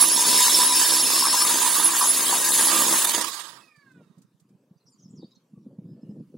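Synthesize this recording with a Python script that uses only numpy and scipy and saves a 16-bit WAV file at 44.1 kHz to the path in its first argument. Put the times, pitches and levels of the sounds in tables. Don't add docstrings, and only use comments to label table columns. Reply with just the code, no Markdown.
import sys
import numpy as np
from scipy import signal
from scipy.fft import rfft, irfft, next_fast_len
from scipy.io import wavfile
from scipy.ndimage import uniform_filter1d

SR = 44100
rng = np.random.default_rng(int(sys.argv[2]) if len(sys.argv) > 2 else 0)


def generate_wav(signal):
    frames = np.transpose(np.atleast_2d(signal))
    scaled = np.clip(frames, -1, 1) * 32767
    pcm = np.round(scaled).astype(np.int16)
    wavfile.write(sys.argv[1], SR, pcm)


def makeup_ratio(level_db):
    decades = np.asarray(level_db, float) / 20
    return 10 ** decades


N = 280917
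T = np.arange(N) / SR
RELEASE_S = 3.0
COAST_S = np.clip(T - RELEASE_S, 0, .8)


def unit(x):
    return x / np.sqrt(np.mean(x ** 2))


def even(x):
    return x / np.std(x[..., :int(RELEASE_S * SR)])


def curves(table):
    s, *columns = np.transpose(table)
    return [np.interp(T, s, c) for c in columns]


def colour(x, points):
    hz, db = np.transpose(points)
    size = next_fast_len(N + SR // 4)
    f = np.maximum(np.arange(size // 2 + 1) * SR / size, 1)
    gain = makeup_ratio(np.interp(np.log(f), np.log(hz), db))
    return irfft(rfft(x, size) * gain, size)[..., :N]


def ring(x, modes):
    out = 0
    for hz, width_hz, db in modes:
        b, a = signal.iirpeak(hz, hz / width_hz, SR)
        out = out + makeup_ratio(db) * signal.lfilter(b, a, x) / np.sqrt(width_hz)
    return out


def fade(x, seconds):
    return signal.lfilter([1], [1, -np.exp(-1 / (seconds * SR))], x)


def walk(rate_hz):
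    k = int(SR / rate_hz)
    held = np.repeat(rng.standard_normal(N // k + 1), k)
    return 1.3 * uniform_filter1d(uniform_filter1d(held, k), k)[:N]


def noise():
    return rng.standard_normal((2, N))


def bump(s, half_s):
    return np.exp(-((T - s) / half_s) ** 2)


def bumps(table, half_s):
    return sum(db * bump(s, half_s) for s, db in table)


def patchy(x, depth_db, band_hz, seconds):
    f, t, z = signal.stft(x, SR, nperseg=256)
    field = rng.standard_normal(z.shape[-2:])
    field = uniform_filter1d(field, max(int(band_hz / f[1]), 1), axis=0)
    field = uniform_filter1d(field, max(int(seconds / (t[1] - t[0])), 1), axis=1)
    return signal.istft(z * makeup_ratio(depth_db * unit(field)), SR, nperseg=256)[1][..., :N]


# frequency in Hz, level in dB per Hz.
AIR_SPECTRUM = [(240, -28.5), (400, -6.5), (791, -15), (923, -8.5), (1970, -21.5), (3720, -21),
                (4080, -22.5), (8860, -25), (12000, -28.5), (16200, -31)]


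def yard_air():
    hiss = patchy(colour(noise(), AIR_SPECTRUM), depth_db=4.0, band_hz=400, seconds=0.074)
    mid, side = unit(hiss) * makeup_ratio(-77 + walk(3.6))
    return np.array([mid + 0.41 * side, mid - 0.51 * side])


# time in seconds, strength in dB, sharpness in dB.
GUSTS = [(3.6, -53.5, 8), (3.75, -79, 6), (3.82, -65, -24), (3.97, -50.5, -3), (4.02, -51, 14),
         (4.06, -63.5, -3), (4.4, -64.5, -6), (4.6, -57.5, 6), (4.8, -76, 19), (5.0, -61, -10),
         (5.235, -45.5, -8), (5.27, -61.5, 5), (5.49, -69, 6), (5.54, -51, -12), (5.74, -50.5, 6.5),
         (5.84, -46.5, -4), (6.0, -49.5, 1), (6.2, -45, 0), (6.27, -54, -14), (6.37, -47, 4)]
# time in seconds, peak in dB, frequency in Hz, left minus right in dB.
EDDIES = [(3.771, -45, 150.3, -6), (3.873, -48, 242.3, 0), (3.99, -40, 182.7, -1.5), (4.003, -50, 520, -2),
          (4.007, -52, 870, -2), (4.012, -42, 210, -2), (4.062, -45, 170, -6), (4.095, -43, 179.2, -12),
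          (4.107, -45, 229.4, -8), (4.17, -36.5, 170, -4), (4.184, -39.5, 224, -4), (4.203, -47, 201, -10),
          (4.241, -51.5, 174, -25), (4.339, -54, 150, -20), (4.413, -48.5, 155, -10),
          (4.542, -42.5, 161, -7), (4.706, -35, 175, 0.5), (4.753, -48, 150.4, -11.5),
          (4.847, -50, 146.5, -8), (4.942, -54, 224, -16), (5.034, -38.5, 155, -1.5), (5.052, -32, 187, -1),
          (5.077, -38, 176, -1), (5.1, -35, 171.2, 1), (5.133, -29, 205, -0.5), (5.176, -28.5, 167, -1),
          (5.191, -32, 247, -0.5), (5.225, -47, 750, -2), (5.228, -39, 510, -2), (5.229, -26, 307, 2),
          (5.239, -27.5, 206, -1), (5.365, -49.5, 200, -17), (5.53, -31.5, 199, -1), (5.57, -30, 172, 1),
          (5.661, -29, 214, -0.5), (5.782, -21, 185.5, -0.5), (5.849, -26, 165.5, -0.5),
          (5.885, -30, 232, -0.5), (5.916, -46, 157.2, 0), (5.987, -34.5, 220, -1), (6.028, -26, 225.8, -1),
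          (6.088, -22, 203.3, 0), (6.108, -25.5, 201, -1), (6.19, -27.5, 154.2, -0.5),
          (6.202, -26.5, 203, -3), (6.269, -42, 150.7, -4.5), (6.34, -31, 400, -0.5),
          (6.346, -28.5, 236, -0.5), (6.364, -28.5, 200, -0.5)]
# frequency in Hz, level in dB per Hz.
RUMBLE_SPECTRUM = [(15, -72), (25, -59), (65, -46), (124, -1), (179, -1), (239, -3), (348, -10.5),
                   (500, -29.5), (650, -56), (1100, -120)]


def wind():
    mid, side = noise()
    air = np.array([mid + 0.031 * side, mid - 0.086 * side])
    low = unit(colour(air, RUMBLE_SPECTRUM)) * makeup_ratio(3.5 * walk(45))
    flutter = makeup_ratio(4.5 * walk(60))
    hiss_points = [(300, -11.5), (480, 6.5), (850, -15.5), (1000, -21), (2000, -47), (4500, -75)]
    high = unit(colour(air, hiss_points))
    gust_db, sharp_db = curves(GUSTS)
    out = low + high * makeup_ratio(-18.5 + sharp_db) * flutter
    out = out * makeup_ratio(gust_db - 2.5) * np.clip((T - 3.3) / 0.62, 0, 1)
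    t = np.arange(int(.06 * SR)) / SR
    for s, db, hz, pan_db in EDDIES:
        cycles = t * hz
        envelope = np.minimum(cycles / 1.3, 1) ** 2 * np.exp(.3 - (cycles / 2.22) ** 2) * 0.51
        shape = makeup_ratio(db + np.array([[pan_db], [-pan_db]]) / 2) * envelope
        i = int(s * SR)
        thump = (shape * np.sin(2 * np.pi * cycles))[:, :N - i]
        rustle = makeup_ratio(-29.5) * min(hz / 190, 2) ** 2 * shape[:, :N - i] * high[:, i:i + len(t)]
        out[:, i:i + len(t)] += thump + rustle
    return colour(out, [(40, -13.5), (110, 0.5)])


# start in seconds, length in seconds, start Hz, end Hz, level in dB.
NEAR_NOTES = [(4.76, 0.029, 4690, 4790, -79), (4.796, .045, 4130, 4140, -75.5),
              (4.855, 0.04, 5630, 5550, -62.5), (4.867, 0.029, 4910, 5100, -63),
              (4.882, 0.024, 7400, 7100, -70.5), (4.895, .03, 8800, 8900, -71),
              (4.858, .02, 4600, 4550, -76), (4.916, 0.026, 4850, 4570, -67),
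              (4.931, 0.045, 4540, 4550, -72), (4.77, .03, 5900, 6100, -80),
              (4.916, 0.043, 7450, 6600, -66), (4.98, .03, 5750, 5870, -66), (4.996, .025, 6700, 6400, -64),
              (4.997, .025, 5130, 5030, -67), (5.085, .04, 6850, 7000, -71),
              (5.015, 0.035, 6260, 6150, -59), (5.025, 0.048, 5700, 5040, -61.5),
              (5.07, .035, 5270, 5620, -69), (5.097, 0.026, 7800, 7500, -65),
              (5.107, .08, 6900, 6800, -72.5), (5.15, .04, 6250, 6000, -71),
              (5.152, 0.028, 5770, 5500, -67), (5.17, .03, 5400, 4960, -58.5),
              (5.178, 0.045, 4840, 4450, -59), (5.207, 0.051, 3730, 3790, -61),
              (5.242, 0.035, 4530, 4570, -60.5), (5.306, 0.033, 3930, 3800, -63),
              (5.308, 0.021, 4800, 5210, -65), (5.345, 0.04, 3780, 3770, -69.5),
              (5.351, 0.03, 4200, 4200, -65.5), (5.345, 0.02, 6300, 6250, -71),
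              (5.35, .02, 5700, 5700, -71), (5.283, .03, 4700, 4650, -76), (5.305, .018, 6450, 6550, -73),
              (5.41, 0.027, 4350, 4250, -80)]
# start in seconds, length in seconds, start Hz, end Hz, level in dB.
FAR_NOTES = [
    (5.88, .08, 5010, 5040, -75),
    (6.009, .035, 5110, 5160, -75),
    (6.09, .034, 5080, 5050, -75),
    (6.19, .03, 5050, 5150, -82),
    (6.029, .09, 2850, 2830, -78),
    (5.829, .45, 1710, 1800, -86),
    (5.541, .07, 1155, 1095, -74),
    (5.3, .05, 1070, 1040, -78),
]


def bird():
    out = np.zeros(N)
    husk, trill = walk(1400), makeup_ratio(2.6 * walk(260))
    for s, length_s, hz0, hz1, db in NEAR_NOTES + FAR_NOTES:
        i, n = int(s * SR), int(length_s * SR)
        rough = .016 if s < 5.5 else .006
        hz = np.linspace(hz0, hz1, n) * (1 + rough * husk[i:i + n])
        tone = np.sin(2 * np.pi * np.cumsum(hz) / SR)
        rasp_hz = hz * (1.04 + 3 * rough * husk[i - n:i])
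        rasp = .55 * np.sin(2 * np.pi * np.cumsum(rasp_hz) / SR)
        out[i:i + n] += makeup_ratio(db - 0.5) * np.hanning(n) ** 0.41 * trill[i:i + n] * (tone + rasp)
    tail = rng.standard_normal((2, SR // 5)) * np.exp(-np.arange(SR // 5) / (.03 * SR))
    return out + makeup_ratio(-33.5) * signal.fftconvolve(out[None], tail, axes=1)[:, :N]


# time in seconds, peak in dB.
CHUCK_TICKS = [
    (3.7599, -59),
    (3.915, -59.5),
    (4.1804, -57),
    (4.2168, -53.5),
    (4.3976, -56),
    (4.4894, -64),
]


def ticks():
    at = np.zeros(N)
    for s, db in CHUCK_TICKS:
        at[int(s * SR)] = makeup_ratio(db - 4.5)
    click = noise() * fade(fade(at, 0.0024), 0.0097) / 60
    click = colour(click, [(800, -16.5), (2000, -12.5), (8000, 0.5), (15000, -14)])
    return click * makeup_ratio(np.array([[-1.5], [1.5]]))


# frequency in Hz, width in Hz, level in dB.
CASING = [(1170, 320, -66), (1630, 330, -58), (2540, 370, -58.5), (2500, 300, -72), (2650, 400, -77),
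          (3700, 500, -77), (4750, 700, -71), (2280, 160, -72), (5650, 250, -76)]
# time in seconds, rise in dB.
GEAR_CATCHES = [
    (3.64, 2),
    (3.668, -7),
    (3.7, 2),
    (3.745, -3),
    (3.82, 3),
    (3.842, -4),
    (3.915, 3),
    (3.938, -6),
    (3.985, 2),
    (4.07, -10),
]


def whine():
    start_s, end_s, throb_db = 3.56, 4.14, 5
    late = np.clip(T - start_s, 0, end_s - start_s)
    mesh_hz = 680 - 397 * late - 158 * late ** 2
    phase = 2 * np.pi * np.cumsum(mesh_hz * (1 + 0.005 * walk(140))) / SR
    slack = phase / 22
    tone = 0
    for k, (peak_hz, width_hz, db) in zip((2, 3, 4, 5, 6, 7, 8, 3.72, 8.8), CASING):
        throb = np.tanh(walk(70) + 1.5 * np.sin(slack + k))
        resonance = 1 / (1 + (2 * (k * mesh_hz - peak_hz) / width_hz) ** 2)
        partial = np.sin(k * phase + 0.21 * walk(400))
        tone = tone + makeup_ratio(db - 1.5 + throb_db * throb) * resonance * partial
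    emerge = np.clip(np.minimum((T - start_s) / 0.034, (end_s - T) / 0.088), 0, 1)
    tone = tone * emerge * makeup_ratio(bumps(GEAR_CATCHES, 0.013))
    linger_s = 4.08
    linger = np.sin(2 * np.pi * (3720 * T - 150 * (T - linger_s) ** 2))
    linger = linger * makeup_ratio(-81 + throb_db * np.sin(slack)) * bump(linger_s, .11)
    return (tone + linger) * makeup_ratio(np.array([[-3.5], [3.5]]))


# time in seconds, chatter in dB, push of the bit on the wall in dB.
EFFORT = [(0.0, -23.5, -3.5), (0.09, -28, -1.5), (0.24, -24.5, 1), (0.55, -23.5, -3.5), (0.67, -25.5, 1),
          (0.86, -25.5, -2), (1.01, -27, 1), (1.17, -25, -4.5), (1.3, -28.5, 1.5), (1.6, -24.5, -2),
          (1.89, -29, 2), (2.08, -27, -3), (2.81, -25, -2), (3.14, -27.5, -5), (3.4, -37.5, -1),
          (3.58, -54.5, 6.5), (3.74, -78, 0), (4.2, -86.5, 12.5)]


def effort():
    return curves(EFFORT)


# time in seconds, strokes per second.
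STROKE_PACE = [
    (0, 65.85),
    (1.0, 65.87),
    (1.2, 66.5),
    (1.4, 65.9),
    (1.9, 65.95),
    (2.1, 66.6),
    (2.4, 67.15),
    (2.7, 66.4),
    (3.0, 66.2),
]


def strokes():
    return np.cumsum(curves(STROKE_PACE)[0]) / SR - .745


# time in seconds, peak in dB.
COASTING_BLOWS = [(3.022, -18), (3.0442, -15.5), (3.0689, -17.5), (3.0897, -16.5), (3.116, -20.5),
                  (3.1442, -12), (3.1772, -15.5), (3.208, -15.5), (3.242, -17.5), (3.288, -29.5),
                  (3.339, -28), (3.401, -30.5), (3.486, -40)]


def blows(jitter_s, scatter_db):
    at = np.interp(np.arange(198), strokes(), T)
    chance = rng.standard_normal((len(at), 2))
    out = np.zeros(N)
    out[np.abs((at + jitter_s * chance[:, 0]) * SR).astype(int)] = makeup_ratio(scatter_db * chance[:, 1])
    s, db = np.transpose(COASTING_BLOWS)
    out[(s * SR).astype(int) + SR // 220] = makeup_ratio(db - np.interp(s, T, effort()[0]) - 5)
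    return out


# time in seconds, share of rattle power that follows the blows, 0-1.
BLOW_SHARE = [
    (0, 0.11),
    (3.0, 0.17),
    (3.06, 0.8),
    (3.28, 0.7),
    (3.5, 0.3),
    (3.9, 0.2),
]
# time in seconds, peak in dB.
GRIT_STRIKES = [(0.027, 4), (0.0729, -6), (0.165, -7.5), (0.1878, -5), (0.3573, -7), (0.4488, -6),
                (0.6181, -8.5), (0.9188, -7), (1.1333, -10), (1.2367, -5), (1.4631, -9), (1.863, -9),
                (1.9829, -11), (2.0722, -4.5), (2.0827, -9.5), (2.2513, -12), (2.3111, -6), (2.5289, -8),
                (2.5935, -10), (2.6774, -11.5), (2.9482, -12)]


def contacts():
    blow = blows(jitter_s=.00008, scatter_db=2.0)
    bounce = (rng.random(N) < 200 / SR) * makeup_ratio(4.0 * rng.standard_normal(N))
    s, db = np.transpose(GRIT_STRIKES)
    bounce[(s * SR).astype(int) + SR // 200] = makeup_ratio(db + 10.5)
    swell = even(fade(fade(blow[::-1], .003)[::-1], .004))
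    swell = swell + 1.2 * even(fade(fade(bounce, .0025), 0.0025)[::-1])
    share = np.clip(curves(BLOW_SHARE)[0], 0, 1)
    rattle = noise() * (np.sqrt(1 - share) + np.sqrt(share) * 0.17 * swell) * makeup_ratio(0.7 * walk(25))
    pulse = even(np.array([blow, np.roll(blow, 9)])) * np.where(T < RELEASE_S, 1, .4)
    return pulse, rattle


# frequency in Hz, level in dB per Hz.
HOUSING_SPECTRUM = [(15, -74), (25, -59.5), (189, -7.5), (226, -7), (257, 0.5), (295, -9), (325, 2),
                    (369, -5), (700, -8.5), (910, -40.5), (1540, -120)]


def housing(pulse, push_db):
    hum_db = -12 + push_db + 29 * COAST_S ** 3 - push_db
    hum_db = hum_db + 7 * bump(3.2, 0.07)
    hum_db = hum_db - 13.5 * bump(3.36, 0.078)
    hum = even(colour(0.81 * pulse + 0.94 * noise(), HOUSING_SPECTRUM))
    return hum * makeup_ratio(hum_db + 2.0 * walk(20))


# frequency in Hz, level in dB per Hz.
WALL_SPECTRUM = [(380, -40), (650, -25), (856, -4), (977, 7), (1070, -5.5), (1230, -3), (1410, -13.5),
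                 (1600, -4.5), (2080, -39.5), (3520, -120)]
# time in seconds, half length in seconds, rise in dB.
GEAR_TONES = [(0.222, 0.036, 8), (0.318, 0.051, 10.5), (.43, 0.084, 13), (.61, .045, 17),
              (0.706, 0.011, 10), (0.737, .03, 14), (.9, .08, 6), (1.43, .04, 12), (1.65, .02, 2.5),
              (2.015, .04, 16.5), (2.467, .05, 10.5), (3.0, .06, 8.5)]
# time in seconds, Hz, half length in seconds, dB re the wall.
HOLE_BOOMS = [(.015, 1138, 0.045, 3.5), (0.193, 932, 0.11, -4.5), (1.17, 1080, 0.021, 10),
              (1.239, 1096, 0.029, 6), (1.446, 1195, 0.034, -1), (1.513, 970, .04, -6),
              (1.547, 960, .03, -5.5), (1.667, 990, 0.035, 2.5), (1.78, 1136, 0.021, 0),
              (1.904, 1094, 0.024, 4), (2.02, 1150, .025, 8), (2.052, 960, .02, 0), (2.116, 1150, .02, 0),
              (2.184, 1120, 0.05, -3), (2.293, 1130, 0.048, -1.5), (2.322, 1180, .03, -7.5),
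              (2.34, 960, 0.025, 1), (2.342, 800, .04, -3), (2.586, 915, 0.033, -4),
              (2.755, 1178, 0.056, 3.5), (2.884, 1000, .015, 9.5), (2.958, 1033, 0.027, 8.5),
              (3.094, 955, 0.066, 5), (3.304, 1130, 0.042, 5.5)]


def wall(pulse, rattle, push_db):
    wall_db = -9 + push_db + 1.7 * walk(30)
    thump = .6 * pulse + rattle
    out = even(patchy(colour(thump, WALL_SPECTRUM), depth_db=3.5, band_hz=200, seconds=0.028))
    mesh = np.sin(2 * np.pi * 15 * strokes()) * makeup_ratio(1.1 * walk(40)) * (T < RELEASE_S)
    sings_db = sum(db * bump(s, half_s) for s, half_s, db in GEAR_TONES)
    out = out + makeup_ratio(-4.5 + sings_db) * mesh
    for s, hz, half_s, db in HOLE_BOOMS:
        out = out + even(ring(thump, [(hz, 45, 0)])) * makeup_ratio(db) * bump(s, half_s)
    hole = even(ring(0.087 * pulse + rattle, [(1170, 280, -1.5), (1860, 30, -11.5)]))
    out = out + hole * makeup_ratio(-13 + 4 * np.minimum(T, 3.2) + 1.1 * walk(13.0))
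    throb = 1 + .25 * np.cos(2 * np.pi * strokes()) * (T < RELEASE_S)
    return out * throb * makeup_ratio(wall_db)


GRIP_S = 1.45
# frequency in Hz, level in dB per Hz.
CHATTER_SPECTRUM = [(820, -47), (1400, -27), (1630, -6.5), (2140, -11), (2290, -10), (2720, -7),
                    (3730, -3.5), (4850, -4), (5220, -4.5), (5550, -5.5), (5780, -20), (6000, -16),
                    (7800, -41.5), (13200, -120)]
# frequency in Hz, level in dB per Hz.
FIZZ_SPECTRUM = [(5500, -30.5), (5950, -9.5), (6300, -5), (6600, -3.5), (9000, -4), (11000, -3),
                 (11400, -8.5), (12300, -6), (13400, -16), (14300, -7), (15000, -17), (15600, -9)]
# frequency in Hz, width in Hz, level in dB.
CHUCK_MODES = [(3605, 50, -4), (3816, 25, -5), (4500, 120, -3), (5080, 55, -1), (6375, 50, -5),
               (6613, 35, -2), (7700, 120, -2), (8747, 40, -5), (10026, 50, -3), (12100, 90, -8)]


def chatter(pulse, rattle):
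    fizz_db = 5 + 0.8 * walk(12) - 18 * np.minimum(COAST_S, .55)
    fizz = even(colour(rattle, FIZZ_SPECTRUM))
    top = colour(fizz, [(.95 * 9900, -60), (1.05 * 9900, 0)])
    sheen = colour(fizz, [(11000, -60), (11600, 0)])
    fizz = fizz - sheen + 1.07 * patchy(sheen, depth_db=2.0, band_hz=500, seconds=.045)
    fizz = fizz - top * (1 - makeup_ratio(-6 * COAST_S))
    steel = even(colour(rattle, CHATTER_SPECTRUM)) + makeup_ratio(fizz_db + 1.5) * fizz
    chuck = even(ring(rattle + 0.65 * pulse, CHUCK_MODES))
    steel = steel + makeup_ratio(-5.5) * chuck * makeup_ratio(0.39 * fizz_db)
    shank = colour(steel, [(3300, -60), (3700, 0), (5400, 0), (5700, -60)])
    shank_db = 2 - 3 * np.clip((T - GRIP_S) / 0.3 + .5, 0, 1)
    steel = steel + shank * (makeup_ratio(shank_db) - 1)
    return makeup_ratio(-3.0) * patchy(steel, depth_db=2.5, band_hz=500, seconds=.04)


# frequency in Hz, width in Hz, level in dB.
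UPPER_MODES = [(10706, 22, 0), (10830, 60, -8), (10490, 50, -12), (10940, 50, -12)]
# time in seconds, rise in dB.
UPPER_FLARES = [(0.0, 11.5), (.04, 2.5), (0.076, -1), (.12, 4.5), (.68, 5.5), (.8, 4), (.93, 4), (1.01, 6),
                (1.07, -0.5), (1.86, 8.5), (2.0, 4.5), (2.085, 9), (2.15, 4), (2.309, 3), (2.43, 3.5),
                (2.541, 6), (2.659, 9)]
# time in seconds, rise in dB.
LOWER_STROKES = [
    (0.049, -3.5),
    (0.289, 4.5),
    (.39, 5.5),
    (0.551, 11.5),
    (.63, 3.5),
    (.766, 9.5),
    (.95, 1),
    (1.19, 3.5),
    (1.3, 1),
    (1.4, -6),
]
# time in seconds, rise in dB.
BIT_SQUEALS = [
    (.55, -0.5),
    (.95, 12),
    (1.24, 11),
    (1.37, 12),
    (1.416, 13),
]


def bit(pulse, rattle):
    knock = rattle + .5 * pulse
    free_db = -2.5 * T - 81 * np.maximum(T - RELEASE_S, 0)
    upper_db = -24 + free_db + bumps(UPPER_FLARES, .045) + 1.9 * walk(90)
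    grip_db = -10.5 * np.clip((T - GRIP_S) / 0.02, 0, 1)
    lower_db = -29 + free_db + grip_db + 1.2 * walk(30)
    lower = even(ring(knock, [(5395, 42, 0)])) * makeup_ratio(bumps(LOWER_STROKES, .03))
    squeal = even(ring(knock, [(5264, 40, 0)])) * makeup_ratio(-4 + bumps(BIT_SQUEALS, .03))
    return even(ring(knock, UPPER_MODES)) * makeup_ratio(upper_db) + (lower + squeal) * makeup_ratio(lower_db)


# frequency in Hz, side minus mid in dB.
SIDE_SPECTRUM = [(60, -15.5), (350, -10.5), (700, -10.5), (1400, -11.5), (2200, -8), (3600, -5),
                 (5300, -10.5), (6200, -3.5), (10000, -5.5), (14000, -1)]


def drill():
    chatter_db, push_db = effort()
    pulse, rattle = contacts()
    body = wall(pulse, rattle, push_db) + housing(pulse, push_db) + chatter(pulse, rattle)
    body = body * makeup_ratio(chatter_db) * np.clip((4.3 - T) / 0.12, 0, 1)
    mid, side = body + bit(pulse, rattle)
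    side = colour(side, SIDE_SPECTRUM)
    pan_db = -1.8 - 0.25 * T - 17 * COAST_S + 1.4 * walk(9.3)
    return np.array([mid + side, mid - side]) * makeup_ratio(np.array([pan_db, -pan_db]) / 2)


def scene():
    return yard_air() + wind() + bird() + ticks() + whine() + drill()


# frequency in Hz, dB under the neighbourhood at which a band is dropped.
BAND_DROP = [(1500, -8), (2200, -15), (3000, -8.5), (5300, -8.5), (5850, -5.5), (6300, -8.5), (9000, -8.5),
             (11500, -7), (13500, -2), (15800, -4)]


def starve(x, line_db, whim_db, busy_db):
    lead = 242
    f, t, z = signal.stft(np.pad(x, ((0, 0), (lead, 0))), SR, nperseg=2048)
    power = np.abs(z) ** 2 + 1e-20
    both = uniform_filter1d(power.mean(axis=0), size=3, axis=1)
    band = np.repeat(both[:-1].reshape(-1, 8, len(t)).mean(axis=1), 8, axis=0)
    band = np.concatenate([band, band[-1:]])
    around = uniform_filter1d(both, size=120, axis=0)
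    whim = uniform_filter1d(rng.standard_normal((129, len(t))), size=3, axis=1)
    whim = np.repeat(whim, 8, axis=0)[:len(f)]
    whim = whim * np.interp(f, [9000, 13000], [.85, 2.1])[:, None]
    limit_db = np.interp(f, *np.transpose(BAND_DROP), left=-60)[:, None] + whim_db * whim
    strong_band = band > around * makeup_ratio(2 * limit_db)
    strong_line = (power > band * makeup_ratio(2 * line_db)) | (f[:, None] < 1200)
    busy = both[f > 2000].sum(axis=0) > makeup_ratio(2 * busy_db)
    kept = z * ((strong_band & strong_line) | ~busy)
    return signal.istft(kept, SR, nperseg=2048)[1][:, lead:lead + N]


# frequency in Hz, share of bands made mono, 0-1.
MONO_SHARE = [(700, 0), (1300, .3), (1700, .42), (2100, .65), (2500, .82), (3200, .94), (5000, .94),
              (5300, .7), (5750, .5), (6200, 0)]
WIDE_MOMENTS_S = [1.1, 1.645, 1.91, 2.26, 2.29, 2.735, 2.86, 2.99, 3.04, 3.1]


def narrow(x):
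    lead, window = 242, signal.windows.kaiser_bessel_derived(2048, 4 * np.pi)
    mid, side = (x[0] + x[1]) / 2, (x[0] - x[1]) / 2
    f, t, z = signal.stft(np.pad(side, (lead, 0)), SR, window, nperseg=2048)
    t = t - lead / SR
    band = (11 * np.log(np.maximum(f, 1))).astype(int)
    spare = sum(np.exp(-((t - s) / .017) ** 2) for s in WIDE_MOMENTS_S)
    spare = spare + np.clip((t - 2.7) / 1.6, 0, 1)
    share = np.interp(f, *np.transpose(MONO_SHARE))[:, None] * (1 - np.minimum(spare, 1)) * (t < 3.22)
    z = z * (rng.random((band[-1] + 1, len(t)))[band] > share)
    side = signal.istft(z, SR, window, nperseg=2048)[1][lead:lead + N]
    return np.array([mid + side, mid - side])


def top_cut(x):
    return signal.sosfilt(signal.butter(12, 16370, fs=SR, output="sos"), x)


def record(dry):
    thin = .8 * np.tanh(dry / .8)
    thin = signal.sosfilt(signal.butter(2, 110, "highpass", fs=SR, output="sos"), thin)
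    thin = signal.sosfilt(signal.ellip(10, .3, 60, 15800, fs=SR, output="sos"), thin)
    mix = narrow(starve(thin, line_db=-2.0, whim_db=6.5, busy_db=-56))
    return top_cut(mix)


dry = scene()
out = record(dry)
generate_wav(out)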